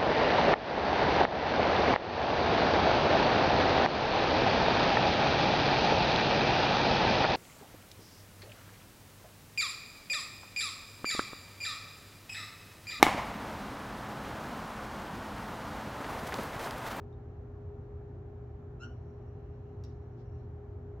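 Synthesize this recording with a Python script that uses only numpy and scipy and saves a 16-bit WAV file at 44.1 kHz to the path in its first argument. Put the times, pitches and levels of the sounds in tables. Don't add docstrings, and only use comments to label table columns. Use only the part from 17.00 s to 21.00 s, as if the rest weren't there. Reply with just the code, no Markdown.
import sys
import numpy as np
from scipy import signal
from scipy.io import wavfile

SR = 44100
rng = np.random.default_rng(int(sys.argv[2]) if len(sys.argv) > 2 else 0)


def pcm_store(signal):
    levels = np.round(np.clip(np.atleast_2d(signal), -1, 1) * 32767)
    wavfile.write(sys.argv[1], SR, levels.astype(np.int16).T)


N = 176400
TIME = np.arange(N) / SR


def cat_chirp():
    # t/s, f/Hz
    pitch = [(1.795, 1335), (1.808, 1335), (1.818, 1380), (1.828, 1412), (1.843, 1450), (1.853, 1470),
             (1.862, 1420)]
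    # f/Hz, width/Hz, gain/dB
    throat = [(1390, 400, -.5), (2820, 950, -6.5), (4300, 600, -35), (5560, 600, -11), (6850, 650, -14.5),
              (8450, 250, -29)]
    start_s, peak_s, end_s, attack_s, release_s = 1.792, 1.833, 1.846, .014, .026
    voice_db, onset_db, rasp_db, dulling_db_per_s = -49, -10, -16, 70
    jitter, shimmer_db, flutter_hz = .02, 3, 200
    trill_hz, trill_depth, trill_bend = 125, .65, .025
    wobble_rad, wobble_hz = .8, 90
    effort = from_db(np.interp(TIME, [start_s, peak_s], [onset_db, 0]))
    trill = effort * np.sin(2 * np.pi * trill_hz * TIME)
    bend = 1 + jitter * effort * drift(flutter_hz) + trill_bend * trill
    hz = np.interp(TIME, *np.transpose(pitch)) * bend
    phase = 2 * np.pi * np.cumsum(hz) / SR
    slope_db = -dulling_db_per_s * np.clip(TIME - peak_s, 0, 1)
    folds = from_db(rasp_db) * rng.standard_normal(N) * (1 + np.cos(phase))
    for k in range(1, 7):
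        wobble = wobble_rad * min(k / 2, 1) * effort * drift(wobble_hz)
        harmonic_db = shimmer_db * drift(flutter_hz) + (k - 0.5) * slope_db
        folds += from_db(harmonic_db) * np.sin(k * phase + wobble)
    attack = np.clip((TIME - start_s) / attack_s, 0, 1)
    release = np.clip(1 - (TIME - end_s) / release_s, 0, 1) ** 2
    voice = from_db(voice_db) * folds * attack * release * effort * (1 + trill_depth * trill)
    left, right = kitchen(body(voice, throat), tail_db=-2)
    return np.array([left, delayed(right, ms=0.048)])


def click():
    # t/s, level/dB
    contacts = [(2.8373, -53), (2.8388, -47), (2.8422, -50.5), (2.925, -70)]
    # f/Hz, width/Hz, gain/dB
    modes = [(1500, 900, -4), (2500, 1000, -12), (3780, 600, -7), (4950, 800, -6), (5480, 750, -1),
             (6300, 800, -16), (8300, 700, -17), (12000, 1400, -21)]
    gain_db, low_cut_hz = 11, 1000
    envelope = sum(from_db(db) * dying(start_s, decay_s=0.00054) for start_s, db in contacts)
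    ring = body(rng.standard_normal(N) * envelope, modes)
    low_cut = signal.butter(2, low_cut_hz, "high", fs=SR, output="sos")
    return kitchen(from_db(gain_db) * signal.sosfilt(low_cut, ring), tail_db=-1.5)


def tick():
    # f/Hz, width/Hz, gain/dB
    modes = [(3690, 250, 4.5), (5430, 2000, -19.5)]
    force = from_db(-50.5) * rng.standard_normal(N) * dying(start_s=.126, decay_s=.003)
    return kitchen(body(force, modes), tail_db=-8)


def rustle():
    # centre t/s, spread/s, level/dB
    brushes = [(2.915, 0.018, -83.5), (3.205, 0.021, -78)]
    # f/Hz, relative density/dB
    spectrum = [(2000, -1.5), (4000, 7.5), (5800, 7), (7500, -27), (12000, -29)]
    envelope = sum(from_db(db) * np.exp(-((TIME - centre_s) / spread_s) ** 2 / 2)
                   for centre_s, spread_s, db in brushes)
    return envelope * banded_noise(spectrum)


def appliance():
    # f/Hz, level/dB, waver/dB
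    hum = [(119.9, -50.5, 1.5), (356.5, -67, 3.5), (409.2, -56, 1.98), (496, -82, 2), (653, -83.5, 4.5),
           (775, -80, 3), (897.5, -83, 2.5)]
    # f/Hz, width/Hz, level/dB
    rumble = [(54.5, 12, -54), (76.04, 12, -50.5), (89.96, 7.6, -50), (150.4, 14, -58.5),
              (242.3, 14.5, -61), (339, 119, -63), (769, 62, -73)]
    wander_hz, left_bias_db = .4, 3.5
    mics = np.zeros((2, N))
    for k, (hz, db, waver_db) in enumerate(hum):
        phase = 2 * np.pi * np.cumsum(hz + wander_hz * drift(rate_hz=2.18)) / SR
        pan_db = left_bias_db * (k > 0) * np.array([[.5], [-.5]])
        mics += np.sqrt(2) * from_db(db + waver_db * drift(rate_hz=5.5) + pan_db) * np.sin(phase)
    for hz, width, db in rumble:
        noise = rng.standard_normal(N + SR // 2)
        mics += from_db(db) * rms_one(resonate_twice(noise, hz, 2 * width)[-N:])
    return np.array([mics[0], delayed(mics[1], ms=0.026)])


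def thin_high_tones():
    # f/Hz, width/Hz, base level/dB
    bands = [(2740, 230, -88), (4130, 230, -93), (5620, 89, -93.5), (6570, 200, -102)]
    # t/s, gain/dB
    swell = [(0, -6.5), (1.75, -11.5), (1.95, -1.5), (2.9, -0.5), (3.42, -2), (3.55, -15.5), (4, -10.5)]
    tones, waver_db = 0, 3
    for hz, width, db in bands:
        tone = rms_one(resonate_twice(rng.standard_normal((2, N)), hz, 2 * width))
        tones += from_db(db + waver_db * drift(rate_hz=5)) * tone
    return from_db(np.interp(TIME, *np.transpose(swell))) * tones


def room_tone():
    # f/Hz, relative density/dB
    spectrum = [(22, -20), (40, -2.5), (100, 0.5), (190, -9), (320, -7), (480, -11.5), (720, -12),
                (1000, -19.5), (1400, -22.5), (2000, -31.5), (3000, -41.5), (4200, -45.5), (5000, -51),
                (5800, -47.5), (7000, -52), (9000, -75), (13000, -53.5)]
    return from_db(-55) * banded_noise(spectrum)


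def kitchen(x, tail_db):
    # left delay/ms, right delay/ms, level/dB
    reflections = [(2.1, 2.2, -15), (4.95, 4, -10), (11.42, 9.8, -3.5), (14.04, 14.3, -21), (25.2, 17, -18)]
    # low f/Hz, high f/Hz, t60/s, left-right likeness
    tail_bands = [(700, 2000, .26, .7), (2000, 4800, .27, .3), (4800, 6700, .33, .2)]
    build_s = .004
    early = np.array([x + sum(from_db(row[2]) * delayed(x, row[mic]) for row in reflections)
                      for mic in (0, 1)])
    t, tail = TIME[:SR // 2], 0
    for low, high, t60, alike in tail_bands:
        noise = stereo(*rng.standard_normal((2, len(t))), alike)
        fade = from_db(-60 * t / t60) * (1 - np.exp(-t / build_s))
        band = signal.butter(3, [low, high], "band", fs=SR, output="sos")
        tail += signal.sosfilt(band, noise * fade / np.sqrt(2 * np.sum(fade ** 2)))
    return early + from_db(tail_db) * signal.fftconvolve(x[None], tail, axes=1)[:, :N]


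def banded_noise(spectrum):
    # f/Hz, left-right likeness
    likeness = [(60, .998), (130, 1), (300, .7), (600, .1), (1200, 0.59), (2500, 0), (8000, 0)]
    noise, edges_hz = 0, np.geomspace(18, 16000, 26)
    white = rng.standard_normal((2, 2, N + SR // 4))
    for k, (low, high) in enumerate(zip(edges_hz, edges_hz[1:])):
        band = signal.butter(3, [low, high], "band", fs=SR, output="sos")
        mid, side = signal.sosfilt(band, white[k % 2])[:, -N:]
        hz = np.sqrt(low * high)
        noise += from_db(at_hz(spectrum, hz)) * stereo(mid, side, at_hz(likeness, hz))
    return rms_one(noise)


def stereo(mid, side, alike):
    return np.sqrt(1 + alike) * mid + np.sqrt(1 - alike) * side * np.array([[1], [-1]])


def body(x, modes):
    return sum(from_db(db) * resonate_twice(x, hz, width) for hz, width, db in modes)


def resonate_twice(x, hz, width_hz):
    r = np.exp(-np.pi * width_hz / SR)
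    b = np.array([1, 0, -1]) * (1 - r * r) / 2
    a = [1, -2 * r * np.cos(2 * np.pi * hz / SR), r * r]
    return signal.lfilter(b, a, signal.lfilter(b, a, x + 1e-18) + 1e-18)


def drift(rate_hz):
    hop, settle = 40, 2000
    r = np.exp(-2 * np.pi * hop * rate_hz / SR)
    noise = rng.standard_normal(N // hop + settle + 2)
    slow = signal.lfilter([1], [1, -2 * r, r * r], noise)[settle:]
    return np.interp(np.arange(N) / hop, np.arange(len(slow)), rms_one(slow))


def dying(start_s, decay_s):
    return (TIME >= start_s) * np.exp(-np.maximum(TIME - start_s, 0) / decay_s)


def delayed(x, ms):
    return np.interp(TIME - ms / 1000, TIME, x, left=0)


def at_hz(points, hz):
    f, value = np.transpose(points)
    return np.interp(np.log(hz), np.log(f), value)


def from_db(db):
    return 10 ** (np.asarray(db) / 20)


def rms_one(x):
    return x / np.sqrt(np.mean(x ** 2) + 1e-20)


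def scene():
    return cat_chirp() + click() + tick() + rustle() + appliance() + thin_high_tones() + room_tone()


def record(dry):
    stop_db, stop_hz = 70, 15500
    return signal.sosfilt(signal.cheby2(12, stop_db, stop_hz, fs=SR, output="sos"), dry)


dry = scene()
out = record(dry)
pcm_store(out)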